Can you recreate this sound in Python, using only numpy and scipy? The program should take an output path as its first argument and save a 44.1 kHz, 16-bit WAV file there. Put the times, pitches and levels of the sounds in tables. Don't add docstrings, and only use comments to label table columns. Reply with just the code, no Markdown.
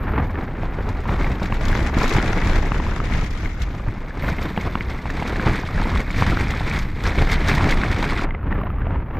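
import sys
import numpy as np
from scipy import signal
from scipy.fft import rfft, irfft, next_fast_len
from scipy.io import wavfile
from scipy.ndimage import uniform_filter1d

SR = 44100
rng = np.random.default_rng(int(sys.argv[2]) if len(sys.argv) > 2 else 0)


def put_to_file(sound):
    columns = np.atleast_2d(sound).T
    safe = np.clip(columns, -1, 1)
    whole_steps = np.round(safe * 32767)
    wavfile.write(sys.argv[1], SR, whole_steps.astype(np.int16))


N = 405279

# time_s, pumping_db, flap_roar_db, crinkle_db
WIND_LEVELS = [(0, -26, -32, -59), (.5, -27, -36, -59), (1, -25, -35, -53.5), (1.55, -24, -35, -50),
               (1.93, -22, -32, -48), (2, -20, -28.5, -42), (2.3, -20, -28, -41), (2.65, -21.5, -32, -44.5),
               (3.05, -21, -35, -46.5), (3.3, -25, -42, -49.5), (3.8, -27, -41, -55), (4.1, -29, -39, -55),
               (4.4, -25, -35, -48.5), (5, -28, -39, -50), (5.3, -24, -31, -45), (5.68, -26, -36.5, -46.5),
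               (5.95, -19.5, -29, -39.5), (6.05, -23, -37, -46.5), (6.62, -23, -35.5, -43.5),
               (6.93, -24, -43, -54), (7.02, -23, -34, -43.5), (7.5, -19.5, -30, -40),
               (8.25, -21, -30, -40), (8.258, -21, -33, -80), (8.4, -27, -40, -80), (8.5, -24, -35.5, -80),
               (9.07, -29, -42, -80), (9.19, -28, -31, -66)]
# time_s, level_db
DRUM_LEVELS = [(0, -2), (1, -14), (4, -20), (8.2, -17), (8.4, -7), (9.19, 3)]
DRUM_HZ, DRUM_WIDTH_HZ = 76.3, 59
# start_s, peak_db, thud_hz
WALL_BUFFETS = [(0.89, -15.5, 99), (1.092, -13, 112), (1.304, -18, 61), (1.518, -16.5, 80),
                (1.833, -18.5, 73.5), (1.968, -11.5, 223), (2.153, -12, 118), (2.463, -12, 113),
                (3.605, -17.5, 61), (3.878, -15, 96.9), (4.318, -16.5, 135), (4.568, -26, 61.9),
                (4.661, -18.5, 84), (4.868, -17, 67.3), (5.051, -17.5, 121), (5.463, -10.5, 112),
                (5.756, -14.5, 61), (5.944, -15.5, 75.4), (6.211, -10, 95), (6.259, -16.5, 88.8),
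                (7.07, -12.5, 96), (7.545, -12, 139), (7.946, -15, 98), (8.73, -16.5, 64.6)]

# time_s, level_db
PORT_HISS = [(0, -63), (.5, -74), (2, -71), (3, -73), (4.1, -77), (4.4, -64), (5.1, -73), (6, -69),
             (8.2, -74), (8.36, -83), (8.58, -67), (8.75, -74), (9.1, -78), (9.19, -62)]
# middle_s, length_s, swell_db
PORT_PUFFS = [(1.69, .1, 5), (2.05, .1, 6), (4.24, .06, 13), (7.32, .05, 12), (7.5, .07, 14)]
WHISTLE_RIGHT_DB = -12

# middle_s, length_s, dull_swell_db, bright_swell_db
WALL_FLAPS = [(.17, .124, 8, 1), (.25, .04, 0, 5), (.41, .06, 5, 6), (.625, .05, 4, 5), (.79, .05, 4, 1),
              (.895, .045, 3, 2), (1.118, .062, 7, 9), (1.255, .13, 7, 9), (1.44, .06, 4, 6),
              (1.53, .04, 2, 6), (1.72, .2, 5, 9), (1.85, .06, 3, 6), (1.985, .05, 5, 5), (2.06, .1, 2, 6),
              (2.165, .056, 3, 6), (2.27, .04, 1, 4), (2.52, .136, 3, 6), (3.165, .124, 7, 7),
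              (3.25, .04, 2, 4), (3.39, .08, 3, 4), (3.46, .04, 6, 6), (3.62, .046, 4, 9), (3.75, .1, 3, 3),
              (3.885, .05, 5, 1), (4.24, .077, 4, 6), (4.295, .07, 6, 8), (4.445, .06, 4, 6),
              (4.67, .04, 8, 2), (4.63, .04, 0, 4), (4.925, .045, 5, 5), (5.18, .05, 2, 4),
              (5.28, .05, 1, 3), (5.49, .11, 9, 7), (5.58, .07, 1, 5), (5.79, .07, 4, 1),
              (6.2, .062, 7, 12), (6.295, .08, 10, 10), (6.42, .09, 5, 6), (6.52, .04, 2, 4),
              (6.765, .165, 5, 10), (7.08, .062, 4, 6), (7.205, .069, 7, 5), (7.325, .051, 3, 8),
              (7.505, .084, 2, 8), (7.64, .085, 7, 4), (7.715, .04, 1, 6), (8.04, .06, 2, 3),
              (8.56, .13, 6, 0), (8.93, .15, 8, 0)]
AIR_SHARE = .8
HISS_SHARE = .6

# start_s, peak_db
CREASE_TICKS = [(.8889, -28), (1.4287, -27), (1.652, -22), (1.6821, -22), (1.8267, -27), (1.9733, -28),
                (1.9844, -22), (2.0295, -18), (2.0777, -19), (2.093, -20), (2.1356, -19), (2.1635, -22),
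                (3.3064, -29), (3.6184, -22), (4.2882, -30), (4.4258, -26), (4.611, -27), (5.102, -26.5),
                (5.1986, -30), (5.275, -23), (5.365, -29), (6.0028, -24), (6.108, -27), (6.1599, -28),
                (6.1774, -27), (6.2068, -23), (6.3044, -27), (6.5056, -22), (6.788, -20), (7.0369, -22),
                (7.0803, -26), (7.217, -22), (7.2988, -26), (7.3148, -16), (7.4825, -13), (7.5492, -17),
                (7.5797, -27), (7.6316, -27), (7.675, -27), (7.7084, -15), (7.9139, -24), (8.0257, -27)]
TICK_T60_S = .043

# start_s, peak_db, ring_hz
TAUT_SNAPS = [(.633, -18.5, 689), (.889, -20, 945), (1.055, -21, 985), (1.093, -15, 1000),
              (1.423, -19, 580), (1.524, -12, 1030), (1.729, -16, 1580), (1.968, -16, 1730),
              (2.058, -14, 1300), (2.165, -13, 1500), (2.719, -9, 1110), (2.763, -19, 1460),
              (2.8, -15, 940), (2.866, -19, 1010), (3.002, -14, 1240), (3.458, -17.5, 2190),
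              (4.224, -19.5, 2100), (4.287, -12, 1510), (4.385, -19, 2100), (4.576, -7.5, 850),
              (4.61, -21.5, 2170), (4.754, -7.5, 1060), (4.808, -15, 2110), (5.056, -16.5, 870),
              (5.101, -19, 1800), (5.199, -22, 2200), (5.224, -12, 850), (5.397, -10, 1600),
              (5.82, -14, 894), (5.856, -19, 910), (5.959, -13, 1080), (6.002, -18, 2170),
              (6.104, -18, 2230), (6.164, -20, 2330), (6.223, -3, 1030), (6.372, -12, 1400),
              (6.471, -19, 2240), (6.506, -20, 1990), (6.608, -15.5, 790), (6.713, -12, 2350),
              (7.184, -7, 2240), (7.222, -12.5, 762), (7.28, -19, 1630), (7.298, -14, 2130),
              (7.515, -9, 2250), (7.578, -15, 990), (7.609, -11.5, 900), (7.705, -16, 1620),
              (7.835, -11, 1550), (7.913, -17, 2020), (8.041, -14, 1000), (8.193, -15, 1360),
              (8.636, -24, 622), (8.869, -19.5, 680)]
RING_T60_S, RING_S_PER_DB = .019, -.001
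STRAY_DB, STRAY_SPREAD_DB, STRAY_HZ = 10, 6, (900, 2300)

# time_s, share (0 to 1)
PORT_WIDTH = [(0, 0), (.4, 0.04), (1.4, 0.15), (1.7, 0.3), (2.3, 0.31), (3.5, 0.46), (3.8, 0.2),
              (4.1, 0.08), (4.3, 0), (9.19, 0)]

# pitch_hz, level_db
PUMP_COLOUR = [(8, -25), (20, 4.5), (45, 0.5), (100, -6), (180, -13), (300, -21.5), (700, -78.5)]
FLAP_COLOUR = [(70, -10.5), (160, 0.5), (300, -0.5), (600, -8), (1000, -8), (1900, -14.5), (2300, -19.5),
               (3000, -29.5), (4000, -41.5), (8000, -73), (15000, -100)]
CRINKLE_COLOUR = [(600, -3.5), (1200, 0.5), (1800, 4.5), (2200, 7), (2850, -7), (3600, -4), (5000, -12),
                  (7000, -20), (8500, -23.5), (10500, -32.5), (12000, -31), (15600, -62)]
CRINKLE_OPEN_COLOUR = [(600, -24.5), (1200, 3), (1800, -2.5), (2200, -2.5), (2850, -6), (3600, -14),
                       (5000, -11.5), (7000, -15), (8500, -33), (10500, -27.5), (12000, -47),
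                       (15600, -51.5)]
CREASE_COLOUR = [(1000, -27), (2200, 0), (2850, -6.5), (3600, 0), (5000, -4.5), (7000, -9), (9000, -21.5),
                 (11000, -21.5), (15600, -31)]
PORT_COLOUR = [(9000, -55), (11000, -26), (11700, -8), (12300, 0), (13000, -6), (14000, -15), (15600, -23)]
# pitch_hz, level_db
PORT_GAP_GAIN = [(60, -44), (200, -49), (380, -28.5), (700, -20), (1300, -15), (2400, -9), (4400, -9),
                 (15000, -6)]
PATCH_EDGES_HZ = [1478, 2800, 4480, 7120]

TOP_HZ = 15720


def undb(db):
    return 10 ** (np.asarray(db) / 20)


def curves(table):
    s, *columns = np.transpose(table)
    return [np.interp(np.arange(N) / SR, s, c) for c in columns]


def swells(table):
    t = np.arange(0, N + 64, 64) / SR
    s, length, *strengths = np.transpose(table)
    distance = 2 * (t[:, None] - s) / np.maximum(length, .02)
    bells = 2. ** -distance ** 2
    return [np.interp(np.arange(N) / SR, t, bells @ np.maximum(db, 0)) for db in strengths]


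def colour(x, points, size=4096):
    hz, db = np.transpose(points)
    grid = np.maximum(np.arange(size // 2 + 1) * SR / size, 1)
    log_gain = np.interp(np.log(grid), np.log(hz), db) * np.log(10) / 20
    cepstrum = irfft(log_gain)
    cepstrum[1:size // 2] *= 2
    cepstrum[size // 2 + 1:] = 0
    impulse = irfft(np.exp(rfft(cepstrum)))
    impulse = np.broadcast_to(impulse, x.shape[:-1] + (size,))
    return signal.oaconvolve(x, impulse, axes=-1)[..., :N]


def unit(x, lo_hz, hi_hz):
    power = np.abs(rfft(x[0])) ** 2
    band_power = power[int(lo_hz * N / SR):int(hi_hz * N / SR)].sum()
    return x * N / np.sqrt(2 * band_power)


def shivers(rate, spread_db, t60, steady, rise=0.0013):
    size = np.minimum(rng.exponential(size=N), 2.5)
    jolts = (rng.random(N) < rate / SR) * undb(spread_db * size)
    fade = np.exp(-np.log(1000) / (max(t60, .002) * SR))
    jolts = signal.lfilter([1], [1, -fade], jolts)
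    jolts = uniform_filter1d(jolts, 1 + int(rise * SR))
    envelope = steady + jolts / np.sqrt(np.mean(jolts ** 2))
    return envelope / np.sqrt(uniform_filter1d(envelope ** 2, SR // 8))


def pumping(db):
    push = shivers(rate=25, spread_db=0.0, t60=0.11, steady=3.6) * rng.standard_normal((2, N))
    edges = DRUM_HZ + np.array([-.5, .5]) * DRUM_WIDTH_HZ
    drum = signal.sosfilt(signal.butter(2, edges, "band", fs=SR, output="sos"), push[1])
    rumble = unit(colour(push[:1], PUMP_COLOUR), lo_hz=20, hi_hz=250)[0]
    return undb(db) * (rumble + undb(curves(DRUM_LEVELS)[0]) * drum / drum.std())


def buffets(cycles=1.75):
    out, t = np.zeros(N + SR), np.arange(SR // 5) / SR
    for s, db, hz in WALL_BUFFETS:
        fade = np.exp(-np.log(1000) * hz * t / (2 * cycles))
        swing = hz * t * np.sin(2 * np.pi * hz * t) * fade
        start = int(s * SR)
        out[start:start + len(t)] += undb(db) * swing / np.abs(swing).max()
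    return out[:N]


def whistle(hiss_db, drive, cloth_db=-26.0):
    hiss = undb(hiss_db + 6.0) * shivers(rate=60, spread_db=5.0, t60=.03, steady=.8)
    noise = rng.standard_normal((2, N))
    driven = (hiss + undb(cloth_db) * drive) * noise
    tone = colour(driven, PORT_COLOUR) / colour(noise, PORT_COLOUR).std()
    return tone * undb([[0], [WHISTLE_RIGHT_DB]])


def flapping(db, whip):
    slaps = whip ** 0.19 * shivers(rate=90, spread_db=2.0, t60=0.031, steady=1.41)
    roar = colour(slaps * rng.standard_normal((2, N)), FLAP_COLOUR)
    return undb(db) * unit(roar, lo_hz=300, hi_hz=1300)


def patchy(rate, spread_db, t60, steady):
    size = next_fast_len(N)
    band = np.searchsorted(PATCH_EDGES_HZ, np.arange(size // 2 + 1) * SR / size)
    white = rfft(rng.standard_normal((2, N)), size)
    return sum(shivers(rate, spread_db, t60, steady) * irfft(white * (band == k), size)[:, :N]
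               for k in range(len(PATCH_EDGES_HZ) + 1))


def crinkling(drive, width):
    noise = patchy(rate=70, spread_db=2.5, t60=0.023, steady=2.8)
    noise = noise * shivers(rate=220, spread_db=5.0, t60=0.0076, steady=3.0, rise=.0008)
    out = 0
    for share, points in ((1 - width, CRINKLE_COLOUR), (width, CRINKLE_OPEN_COLOUR)):
        plain = colour(noise, points)
        scale = unit(plain, lo_hz=2800, hi_hz=9000).std() / plain.std()
        out = out + share * scale * colour(drive * noise, points)
    return out


def creases(rise=0.0013):
    envelope, t = np.zeros(N + SR), np.arange(SR // 10) / SR
    burst = np.minimum(t / rise, 1) * np.exp(-np.log(1000) * t / TICK_T60_S)
    for s, db in CREASE_TICKS:
        start = int(s * SR)
        envelope[start:start + len(t)] += undb(db) * burst
    return envelope[:N]


def creasing(envelope, gain_db=-8.0):
    noise = rng.standard_normal((2, N))
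    return undb(gain_db) * colour(envelope * noise, CREASE_COLOUR) / colour(noise, CREASE_COLOUR).std()


def strays(roar_db, count=36):
    when, size, pitch = rng.random((count, 3)).T
    db = roar_db[(when * N).astype(int)] + STRAY_DB + STRAY_SPREAD_DB * size
    hz = STRAY_HZ[0] * (STRAY_HZ[1] / STRAY_HZ[0]) ** pitch
    return np.transpose([when * N / SR, db, hz])


def snaps(rows, thump_db=-1.5, thump_hz=200, thump_t60=0.026, crack_db=0.0, crack_t60=.012, housing_hz=2700):
    out, t = np.zeros(N + SR), np.arange(SR // 20) / SR
    fall = -np.log(1000) * t
    thump = undb(thump_db) * np.sin(2 * np.pi * thump_hz * t) * np.exp(fall / thump_t60)
    cracks = undb(crack_db) * rng.standard_normal((len(rows), len(t))) * np.exp(fall / crack_t60)
    for (s, db, hz), crack in zip(rows, cracks):
        t60 = RING_T60_S + RING_S_PER_DB * (db + 20)
        ring = np.sin(2 * np.pi * hz * t) * np.exp(fall / max(t60, .008))
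        start = int(s * SR)
        out[start:start + len(t)] += undb(db) * (ring / np.abs(ring).max() + thump + crack)
    return signal.sosfilt(signal.butter(6, housing_hz, fs=SR, output="sos"), out[:N])


def port_gap(x):
    hz, db = np.transpose(PORT_GAP_GAIN)
    size = next_fast_len(N)
    grid = np.maximum(np.arange(size // 2 + 1) * SR / size, 1)
    gain = undb(np.interp(np.log(grid), np.log(hz), db))
    return irfft(rfft(x, size) * gain, size)[:N]


def scene():
    dull_db, bright_db = swells(WALL_FLAPS)
    pump_db, flap_db, crinkle_db = curves(WIND_LEVELS)
    pump_db = pump_db + AIR_SHARE * dull_db
    flap_db = flap_db + dull_db
    hiss_db = curves(PORT_HISS)[0] + HISS_SHARE * bright_db + swells(PORT_PUFFS)[0]
    width = np.clip(curves(PORT_WIDTH)[0], 0, 1)

    whip = shivers(rate=35, spread_db=2.5, t60=0.038, steady=1.3, rise=0.0029)
    rustle = undb(crinkle_db + bright_db) * whip ** 0.61
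    sharp = creases()
    cloth = flapping(flap_db, whip) + crinkling(rustle, width) + creasing(sharp)

    all_snaps = np.vstack([TAUT_SNAPS, strays(flap_db)])
    shared = pumping(pump_db) + buffets() + cloth[0] + snaps(all_snaps)
    gap = width * port_gap(1.75 * shared + 4.3 * cloth[1])
    left_right = shared + gap * np.array([[1], [-1]])
    return left_right + whistle(hiss_db, rustle + 0.54 * sharp)


def record(dry, knee=1.0):
    rounded = knee * np.tanh(dry / knee)
    return signal.sosfilt(signal.ellip(16, .3, 90, TOP_HZ, fs=SR, output="sos"), rounded)


dry = scene()
out = record(dry)
put_to_file(out)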